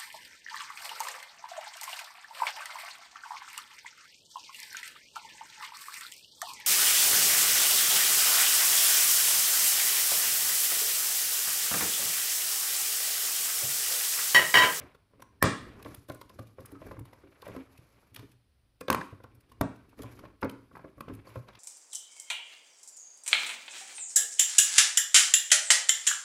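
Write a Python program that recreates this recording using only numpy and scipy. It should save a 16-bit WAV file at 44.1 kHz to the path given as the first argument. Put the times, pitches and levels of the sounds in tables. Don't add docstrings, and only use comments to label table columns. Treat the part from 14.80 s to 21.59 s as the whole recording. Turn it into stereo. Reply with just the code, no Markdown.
import sys
import numpy as np
from scipy import signal
from scipy.fft import rfft, irfft
from scipy.io import wavfile
from scipy.ndimage import uniform_filter1d, minimum_filter1d

SR = 44100
rng = np.random.default_rng(int(sys.argv[2]) if len(sys.argv) > 2 else 0)


def store_wav(level_fs):
    pcm = np.round(np.clip(np.atleast_2d(level_fs), -1, 1) * 32767)
    wavfile.write(sys.argv[1], SR, pcm.T.astype(np.int16))


def natural_amplitude(level_db):
    exponent = np.asarray(level_db, float) / 20
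    return 10 ** exponent


N = 299439

# f/Hz, level/dB, t60/s
PLATE = [(583, 9, 0.017), (552, -6.5, 0.067), (771.5, -2.5, 0.0043), (1086.5, 5.5, 0.024),
         (1352, 2.5, 0.016), (1566, -0.5, 0.017), (1970, 0, 0.019), (2275, -5, 0.054)]
# f/Hz, level/dB, t60/s
TABLE = [(63.6, -12, 0.28), (102, 5, 0.21), (116.15, 0.5, 0.54), (196.4, 0, 0.12), (276, 6, 0.2),
         (310, -2, 0.19), (383, 1.5, 0.19), (457, -7, 0.33)]
# t/s, level/dB
CRACKS = [
    (0.6278, 23),
    (4.103, 8.5),
    (4.812, -1),
]


def evened(x):
    return x / np.sqrt(np.mean(x ** 2) + 1e-20)


def read(points, hz):
    f, value = np.transpose(points)
    return np.interp(np.log(hz + 1), np.log(f + 1), value)


def colour(x, points):
    gain = natural_amplitude(read(points, np.fft.rfftfreq(x.shape[-1], 1 / SR)))
    return irfft(rfft(x) * gain, x.shape[-1])


def add(mix, s, sound):
    part = mix[:, max(round(s * SR), 0):][:, :sound.shape[-1]]
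    part += sound[..., :part.shape[1]]


def above(x, edge_hz):
    return signal.lfilter(*signal.butter(2, edge_hz, "high", fs=SR), x)


def near(modes, tone_hz, slope_db):
    return -slope_db * abs(np.log2(np.transpose(modes)[0][:, None] / tone_hz))


def ring(modes, draw, detune, spread_db, extra_db=0, length=1):
    hz, db, t60 = np.transpose(modes)[:, :, None]
    t = np.arange(SR // 4) / SR
    for_level, for_pitch = draw[:, :, None]
    decay_db = 60 * t / (t60 * max(length, .1))
    level = natural_amplitude(db + extra_db + spread_db * (2 * for_level - 1) - decay_db)
    tones = np.sin(2 * np.pi * hz * (1 + detune * (2 * for_pitch - 1)) * t)
    return (level * tones).sum(0), t


def floor():
    # f/Hz, level/dB
    air_colour = [(18, -49), (30, 13), (118, 6.5), (158, -3.5), (241, -3.5), (747, -14.5), (4980, -22.5),
                  (7020, -36.5), (9890, -25), (14700, -29), (16300, -34)]
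    # f/Hz, correlation
    likeness = [(60, 0.92), (380, -0.16), (2380, -0.04), (15000, 0.74)]
    left, other = rfft(rng.standard_normal((2, N)))
    hz = np.fft.rfftfreq(N, 1 / SR)
    same = np.clip(read(likeness, hz), -1, 1)
    right = same * left + np.sqrt(1 - same ** 2) * other
    air = np.array([left, right]) * natural_amplitude(read(air_colour, hz))
    return natural_amplitude(-74 + 8.0) * evened(irfft(air, N))


def room(x):
    # f/Hz, level/dB
    wall_shine = [(2400, 0), (3200, 2.5)]
    # f/Hz, t60/s
    dying = [(80, 0.25), (210, 0.44), (560, 0.3), (1470, 0.44), (3880, 0.47), (7000, 0.35), (11000, 0.45)]
    # f/Hz, level/dB
    wall_tone = [(45, -16), (100, 8.5), (500, 4.5), (1100, 1.5), (2000, -4.5), (3500, -7.5), (6500, -3.5),
                 (9000, -4.5), (11000, -19.5), (15000, -18.5)]
    out, count = np.zeros((2, N)), SR // 2 // 20
    sources = [x[0], x[1], x.mean(0)]
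    for k in range(3):
        taps = np.zeros((2, SR // 2 + 600))
        at = 420 + np.arange(count) * 20 + rng.integers(0, 20, (2, count))
        strength = 1 - 0.07 * np.exp((420 - at) / 440.0)
        np.put_along_axis(taps, at, rng.choice([-1., 1.], at.shape) * strength, 1)
        hz, t, z = signal.stft(taps, SR, nperseg=256)
        z *= natural_amplitude(read(wall_shine, hz))[:, None]
        same = read([(100, .85), (300, .4), (700, -.5), (1300, .2), (2400, -.1)], hz)[:, None]
        z[1] = same * z[0] + np.sqrt(1 - same ** 2) * z[1]
        level_db = read(wall_tone, hz)[:, None] - 60 * t / read(dying, hz)[:, None]
        tail = signal.istft(z * natural_amplitude(level_db), SR, nperseg=256)[1]
        tail = tail / np.linalg.norm(tail[0])
        turn = np.sqrt(2 / 3) * np.cos(np.pi * (np.arange(N) / SR * 3.3 + k / 3))
        out += signal.fftconvolve((turn * sources[k])[None], tail, axes=1)[:, :N]
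    return out


def crack():
    # f/Hz, level/dB
    crack_colour = [(500, -33.5), (1400, -12.5), (2200, -11.5), (3000, -3.5), (4500, -6.5), (6500, -11.5),
                    (9000, -10.5), (12000, -17)]
    out = np.zeros((2, N))
    pulse = colour(1. * (np.arange(1024) == 512), crack_colour)
    for s, db in CRACKS:
        add(out, s - 512 / SR, natural_amplitude(db) * pulse)
    return out


def thuds():
    # t/s, peak level/dB, strongest tone f/Hz, ring length/factor
    blows = [(0.387, -63.5, 410, 1), (0.64, -15, 298, 0.58), (0.638, -15.5, 96.9, 0.52),
             (1.058, -33, 286, 1), (1.178, -42, 95.5, 0.45), (1.296, -33.5, 93, 0.55),
             (1.592, -31.5, 113, 0.77), (1.794, -38, 114, 1), (1.926, -34, 276, 1),
             (2.179, -34.5, 90, 0.57), (2.209, -31, 85.3, 0.19), (2.442, -42, 310, 1), (2.69, -38, 393, 1),
             (2.766, -28, 286, 0.64), (2.989, -42, 116.4, 0.14), (3.317, -48.5, 77.8, 0.98),
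             (3.389, -39, 111, 1), (3.43, -40, 287, 1), (4.007, -53.5, 396, 0.9), (4.101, -20, 285, 0.71),
             (4.326, -36.5, 111.8, 0.37), (4.441, -42, 109, 0.31), (4.811, -11, 234, 0.39),
             (5.199, -32, 310, 0.81), (5.238, -35.5, 113, 1), (5.638, -20, 269.5, 0.89),
             (6.049, -41, 315, 1), (6.174, -44, 120, 0.94), (6.297, -33, 322, 1), (6.326, -35, 119, 0.97),
             (6.568, -29.5, 118, 0.47)]
    swell_cycles = 0.22
    out = np.zeros((2, N))
    for (s, db, tone_hz, length), draw in zip(blows, rng.random((len(blows), 2, len(TABLE)))):
        boom, t = ring(TABLE, draw, 0.06, 3.5, near(TABLE, tone_hz, 6), length)
        boom *= 1 - np.exp(-t * tone_hz / swell_cycles)
        add(out, s, natural_amplitude(db - 1.5) * boom / abs(boom).max())
    return out


def strokes():
    # start t/s, length/s, force level/dB, weight on the table/dB, skin sliding/dB
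    drags = [(-.05, 0.066, -43.5, -8.5, -9), (0.302, 0.27, -69, 5, -16.5), (0.757, 0.25, -51.5, 2, -5),
             (1.043, 0.091, -52, -3.5, 8), (1.289, 0.13, -65.5, 6, 13), (1.508, 0.19, -64, 3, 6.5),
             (1.768, 0.18, -55.5, -6.5, -2), (1.994, 0.14, -53, 2.5, 0.5), (2.244, 0.45, -60, -9.5, 0.5),
             (2.634, 0.17, -49.5, -10.5, -3), (2.893, 0.38, -61.5, -9.5, 4), (3.329, 0.11, -58, -3.5, 4.5),
             (4.153, 0.092, -59.5, -2, 10), (4.318, 0.69, -67.5, 4, -16), (4.851, 0.42, -65, 0, 0),
             (5.168, 0.19, -53.5, -1.5, 2.5), (5.388, 0.09, -58.5, 4.5, -14.5),
             (5.703, 0.24, -70.5, 7.5, 6.5), (5.912, 0.19, -61.5, -1, -3), (6.157, 0.2, -65, 2, -0.5),
             (6.269, 0.089, -54, 6, -9.5), (6.444, 0.13, -51.5, -15.5, 1.5),
             (6.667, .15, -56.5, -15, -11.5)]
    grip_s, let_go_s, skin_all_db = .02, 0.063, -20.5
    start, length, db, weight_db, skin_db = np.transpose(drags)[:, :, None]
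    t = np.arange(0, N + 256, 256) / SR
    grip = np.clip((t - start) / grip_s, 0, 1)
    shape = grip * np.exp(-np.maximum(t - start - length, 0) / let_go_s)
    shares = weight_db, 0, skin_db + skin_all_db
    return [np.interp(np.arange(N) / SR, t, (shape * natural_amplitude(db + share)).sum(0)) for share in shares]


def slips(per_s, spread_db, clump_db):
    clumps = evened(uniform_filter1d(uniform_filter1d(rng.standard_normal(N), 500), 500))
    size = natural_amplitude(spread_db * np.minimum(rng.exponential(1, N), 4) + clump_db * clumps)
    return size * rng.choice([-1., 1.], N) * (rng.random(N) < per_s / SR)


def drag():
    # f/Hz, level/dB
    skin_colour = [(1650, -30), (2800, -7), (3730, -2.5), (9520, -16.5), (11300, 4.5), (12700, -17),
                   (14100, -2), (15300, -23), (16300, -55.5)]
    load, scrape, rub = strokes()
    still = np.full((2, len(PLATE)), .5)
    table_ring = ring(TABLE, still, 0, 0, near(TABLE, 100, 0.87), 0.18)[0]
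    table = evened(signal.oaconvolve(slips(1500, 1.3, 2.7), table_ring)[:N])
    table = colour(table, [(420, 1.5), (700, -20.5)])
    plate_ring = ring(PLATE, still, 0, 0, near(PLATE, 570, 1.0), 0.23)[0]
    middle, side = [evened(signal.oaconvolve(slips(2700, 0.92, 3.7), plate_ring)[:N]) for _ in range(2)]
    plate = 0.47 * middle + np.outer([.5, -.5], side)
    middle, side = [evened(colour(slips(7000, 3, 2.5), skin_colour)) for _ in range(2)]
    hiss = natural_amplitude(4.0) * rub * (middle + np.outer([.4, -.4], side))
    return load * table + scrape * plate + hiss


def pings():
    # t/s, peak level/dB, f/Hz, t60/s
    bricks = [(1.03, -66, 2140, 0.36), (1.058, -48.5, 3100, 0.036), (1.416, -46.5, 3250, .035),
              (1.952, -50, 1282, 0.13), (4.012, -49.5, 2450, 0.11), (4.125, -35, 4080, .012),
              (4.148, -25, 4200, .012), (4.213, -28.5, 1697, 0.028), (4.812, -28, 1140, .07),
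              (5.235, -47.5, 1015, 0.2), (6.47, -48, 572, .08), (6.557, -45.5, 556.4, 0.046),
              (5.629, -45, 4960, .02), (5.697, -43.5, 3080, 0.037), (6.47, -52, 4555, 0.026),
              (6.59, -56, 2820, 0.045)]
    out, t = np.zeros((2, N)), np.arange(SR // 4) / SR
    for (s, db, hz, t60), noise in zip(bricks, rng.standard_normal((len(bricks), len(t)))):
        wobble = 1 + .5 * evened(uniform_filter1d(noise, 150))
        level = natural_amplitude(db - 60 * t / max(t60, .005)) * (1 - np.exp(-t / 0.00091))
        add(out, s, level * wobble * np.sin(2 * np.pi * hz * t))
    return out


def rising_tone():
    end_s, rising_hz, rising_db, grows_s = .6262, 1770, -14.5, 0.0032
    out, t = np.zeros((2, N)), np.arange(-900, 40) / SR
    swell = np.exp(np.minimum(t, 0) / grows_s) * np.clip(1 - t * SR / 40, 0, 1)
    turns = 2 * np.pi * rising_hz * t
    tone = np.sin(turns) + natural_amplitude(-27.5) * np.sin(3 * turns) + natural_amplitude(-30.0) * np.sin(4.3 * turns)
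    add(out, end_s + t[0], natural_amplitude(rising_db) * swell * tone)
    return out


def knocks():
    # t/s, peak level/dB, strongest upper tone f/Hz, whole-plate flexing/dB, contact/ms
    seatings = [(0.637, -31, 2017, -22, 2), (0.6258, 0, 1395, -5, 0.95), (0.644, -19, 1130, 1.5, 2.14),
                (4.083, -24.5, 1513, 0.5, 2.7), (4.1012, -7.5, 1100, -10, 1.2), (4.112, -23, 780, -4, 1.6),
                (4.12, -32, 780, 0.5, 1.36), (4.127, -25, 1790, -10, 1.6), (4.147, -18, 1933, -16.5, 1.4),
                (4.212, -33, 1803, -18, 1.53), (4.811, -16.5, 1080, 2.5, 1.91),
                (5.622, -40.5, 769, 1, 1.86), (5.628, -20.5, 1530, -4.5, 2.96),
                (5.634, -29.5, 1114, 0, 2.43), (5.652, -28, 600, -2, 3.3), (5.645, -32.5, 1070, 3, 3),
                (6.207, -33, 1360, 1, 1.92)]
    # t/s, peak level/dB
    pushes = [(0.335, -60), (0.396, -53), (1.05, -46), (1.287, -49), (1.299, -37), (1.589, -41.5),
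              (1.784, -45), (1.919, -57), (2.017, -46), (2.064, -55), (2.435, -54.5), (2.666, -44.5),
              (2.683, -43.5), (2.749, -46), (4.01, -42.5), (4.11, -44), (4.328, -50.5), (4.847, -56.5),
              (5.192, -46), (5.234, -48), (5.436, -47), (6.043, -43), (6.18, -52), (6.281, -41.5),
              (6.47, -51), (6.557, -40)]
    # t/s, peak level/dB
    nudges = [(0.147, -47), (1.028, -52), (1.06, -37), (1.35, -48), (1.498, -46.5), (2.111, -37),
              (2.166, -44.5), (2.625, -43), (2.763, -36.5), (4.402, -47.5), (4.441, -42), (5.912, -50),
              (6.3, -41), (6.686, -46)]
    # t/s, peak level/dB, strongest upper tone f/Hz
    edge_taps = [(0.422, -41, 1240), (1.143, -47.5, 1090), (1.414, -41, 939), (1.85, -47, 1530),
                 (1.951, -51.5, 1260), (2.19, -45, 936), (2.253, -50, 1056), (2.329, -45, 1080),
                 (2.973, -66, 2236), (3.347, -63.5, 2395), (3.362, -52.5, 1450), (3.392, -46.5, 1795),
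                 (4.717, -49.5, 1100), (5.129, -56.5, 1153), (5.332, -56, 1060), (5.391, -45.5, 2380),
                 (5.452, -42.5, 883), (5.953, -40.5, 1457), (5.969, -37.5, 1110), (5.993, -41, 1085),
                 (6.751, -52, 2370)]
    flat_hz = 1040
    firm = 0.039
    rows = seatings + [(*row, flat_hz, 7, 3.9) for row in pushes]
    rows += [(*row, flat_hz, -1, 3.4) for row in nudges] + [(*row, -21, 2.4) for row in edge_taps]
    out = np.zeros((2, N))
    whole = np.arange(8)[:, None] < 2
    for (s, db, tone_hz, flex_db, ms), draw in zip(rows, rng.random((len(rows), 1016))):
        mode_db = np.where(whole, flex_db - 3, near(PLATE, tone_hz, 8))
        plate, t = ring(PLATE, draw[:16].reshape(2, 8), .06, 3, mode_db, .7)
        u = 1000 * t[:1000] / np.clip(ms, .3, 8)
        jolts = (draw[16:] - .5) ** 3 + firm * np.exp(-((u - .5) / .06) ** 2)
        contact = np.convolve(jolts * u * np.exp(-u), np.hanning(11))
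        plate = signal.fftconvolve(plate[:4096], contact)
        add(out, s - .001, natural_amplitude(db + 3.5 + max(flex_db, 0)) * plate / abs(plate).max())
    return out


def ticks():
    # t/s, peak level/dB, ring f/Hz, left-right/dB
    sharp = [(1.1453, -33, 3600, 4.5), (1.3453, -40.5, 8190, 1), (1.8567, -36, 5090, 3),
             (1.9031, -59, 5420, 6), (1.916, -45, 3850, 7), (2.0637, -47.5, 3860, 3),
             (2.1924, -42.5, 2730, 0), (3.3448, -33.5, 3350, 10.5), (4.5476, -56, 5280, -1),
             (5.7104, -48.5, 4370, 0.0), (6.1769, -60, 3110, 1), (6.3475, -45.5, 2690, -3)]
    # t/s, peak level/dB, ring f/Hz, left-right/dB
    crisp = [(0.6262, 5, 5280, 6.5), (4.1022, -6, 6260, -5), (0.4204, -38.5, 5730, 2.5),
             (1.0261, -37, 2460, 4.5), (1.1453, -41, 3500, 2), (1.2845, -44, 3750, 6.0),
             (1.3179, -43, 2790, 3), (1.5893, -43, 4140, 9), (1.6676, -53, 3750, 5.5),
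             (1.8028, -45, 4930, 1.5), (2.0154, -56, 2500, 4), (2.2518, -48, 3750, 4.5),
             (2.6774, -43, 3670, 3.5), (2.9741, -48.5, 2552, 10), (3.5144, -50, 2600, -6),
             (4.0088, -34.5, 2550, 0.5), (4.1275, -17.5, 3040, -2), (4.1465, -21.5, 2570, 3.5),
             (4.6049, -52, 2680, 4), (4.8115, -19.5, 3670, -1), (5.0903, -56.5, 2630, 2),
             (5.219, -36, 7200, -1.5), (5.2304, -40.5, 3250, 1.5), (5.6136, -42.5, 2680, -1),
             (5.9708, -57, 2590, -1.5), (6.2063, -35.5, 2610, 2.0), (6.334, -48, 2690, -1.0)]
    # t/s, peak level/dB, ring f/Hz, left-right/dB
    soft = [(0.145, -54, 3530, 7.5), (0.3985, -55.5, 2510, 3.5), (1.297, -35, 3740, 3),
            (1.4126, -40.5, 3300, 7), (1.4935, -44.5, 5020, 6.5), (2.1131, -49, 2500, 4),
            (2.3295, -51, 5230, 5.5), (2.6184, -42, 4360, 6.5), (2.6527, -48.5, 2500, 5),
            (2.745, -50, 2500, 1.0), (2.7613, -43.5, 2540, 3), (3.2919, -70, 2610, 0.0),
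            (3.3613, -30, 3500, 7), (3.3922, -44.5, 4310, -1), (4.1269, -27, 3100, 15),
            (4.4363, -48, 2500, 8.5), (4.6922, -58, 3710, 6.5), (4.7167, -49, 2940, -2),
            (4.9569, -55.5, 2530, 2.5), (5.1883, -46.5, 2910, 9), (5.3892, -47.5, 2460, 9),
            (5.644, -37.5, 2710, 0.0), (5.695, -35, 3010, 1.5), (5.9555, -52.5, 2610, 1.5),
            (6.4702, -50.5, 4410, 19), (6.5542, -48.5, 2670, -5.5)]
    # t/s, peak level/dB, ring f/Hz, left-right/dB
    dull = [(1.0463, -40, 2470, 9), (4.0821, -24.5, 3650, -4.5), (4.2107, -41, 2660, 6),
            (5.4488, -55, 2520, 0.5), (5.6276, -39.5, 2690, 1.5), (6.2829, -45, 2920, 12),
            (6.6833, -46.5, 4100, 3), (6.7314, -56, 3440, 7), (6.7508, -43.5, 2430, 10),
            (6.769, -55.5, 2460, 14)]
    # f/Hz, level/dB
    snap_colour = [(1060, -35.5), (1800, -8), (3400, -12), (4700, -16.5), (7800, -27.5), (11500, -11.5),
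                   (15000, -18.5), (16600, -17.5)]
    ring_db, ring_oct = 7.5, 0.082
    out, t = np.zeros((2, N)), (np.arange(2048) - 512) / SR
    kinds = (sharp, 8), (crisp, -0.43), (soft, -5), (dull, -15)
    rows = [(*row, bright_db) for table, bright_db in kinds for row in table]
    for (s, db, ring_hz, pan_db, bright_db), noise in zip(rows, rng.standard_normal((len(rows), 2, 2048))):
        u = t / (.0028 * natural_amplitude(1.0 * noise[0, 0] - .3 * (db + 36))) - .2
        build_up = np.exp(1.5 * np.minimum(u - .7, 0))
        shape = np.where(u < .7, build_up, np.exp(.7 - u) + .06 * np.exp(-t / .008))
        own = colour(noise[1], [(1500, -27.5), (2500, -4), (7000, 2), (9000, -25.5)])
        burst = shape * (noise[0] + np.outer([1, -1], own))
        burst = colour(colour(burst, snap_colour), [(5000, 0.0034), (9000, bright_db + 7.0)])
        skirt = 2 ** (2 * ring_oct)
        burst = colour(burst, [(ring_hz / skirt, 0), (ring_hz, ring_db), (ring_hz * skirt, 0)])
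        left, right = [colour(burst[k], [(6000, side * pan_db), (8000, 0.0015)])
                       for k, side in enumerate((.5, -.5))]
        burst = np.array([left, right])
        add(out, s - 512 / SR, natural_amplitude(db + 4.0) * burst / abs(burst).max())
    return out


def ports(x):
    # f/Hz, phase/rad
    lead = [(0, 0), (400, .6), (700, 1.3), (1100, .9), (1600, 1.2), (3200, 3), (6000, 6.5), (8200, 6.6),
            (9650, 3), (11600, -.9), (14400, -7.6), (16000, -9.4)]
    half = read(lead, np.fft.rfftfreq(N, 1 / SR)) / 2
    return irfft(rfft(x) * np.exp(1j * np.array([half, -half])), N)


def scene():
    studs, plates, rising = ticks(), above(knocks(), 90), rising_tone()
    boom, rubbing = above(thuds(), 35), drag()
    around_crack = (abs(np.arange(N) / SR - np.array(CRACKS)[:, :1]) < .006).any(0)
    seen = studs * np.where(around_crack, .15, 1) + .2 * rising
    wet = natural_amplitude(-11.5) * room(seen + plates + crack() + 0.65 * boom + 0.21 * rubbing)
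    close = ports(studs + plates + rising + boom + rubbing + pings())
    return close + wet + floor()


def band_limit(x):
    return signal.sosfilt(signal.butter(12, 16460, fs=SR, output="sos"), x)


def record(dry):
    # f/Hz, level/dB
    capsule = [(30, -12.5), (55, -2), (9200, 1.5), (10000, 0), (10800, -3), (12000, -4.5), (12500, -18.5),
               (13000, -20.5), (13600, -4.5), (14800, 2), (15800, -13.5)]
    limit = 0.24
    x = signal.oaconvolve(colour(dry, capsule), signal.firwin(255, 16700, fs=SR)[None], "same")
    peak = -minimum_filter1d(-abs(x).max(0), 200)
    over = uniform_filter1d(np.log(np.maximum(peak / limit, 1)), 150)
    return band_limit(np.clip(x * np.exp(-.45 * over), -1, 1))


dry = scene()
out = record(dry)
store_wav(out)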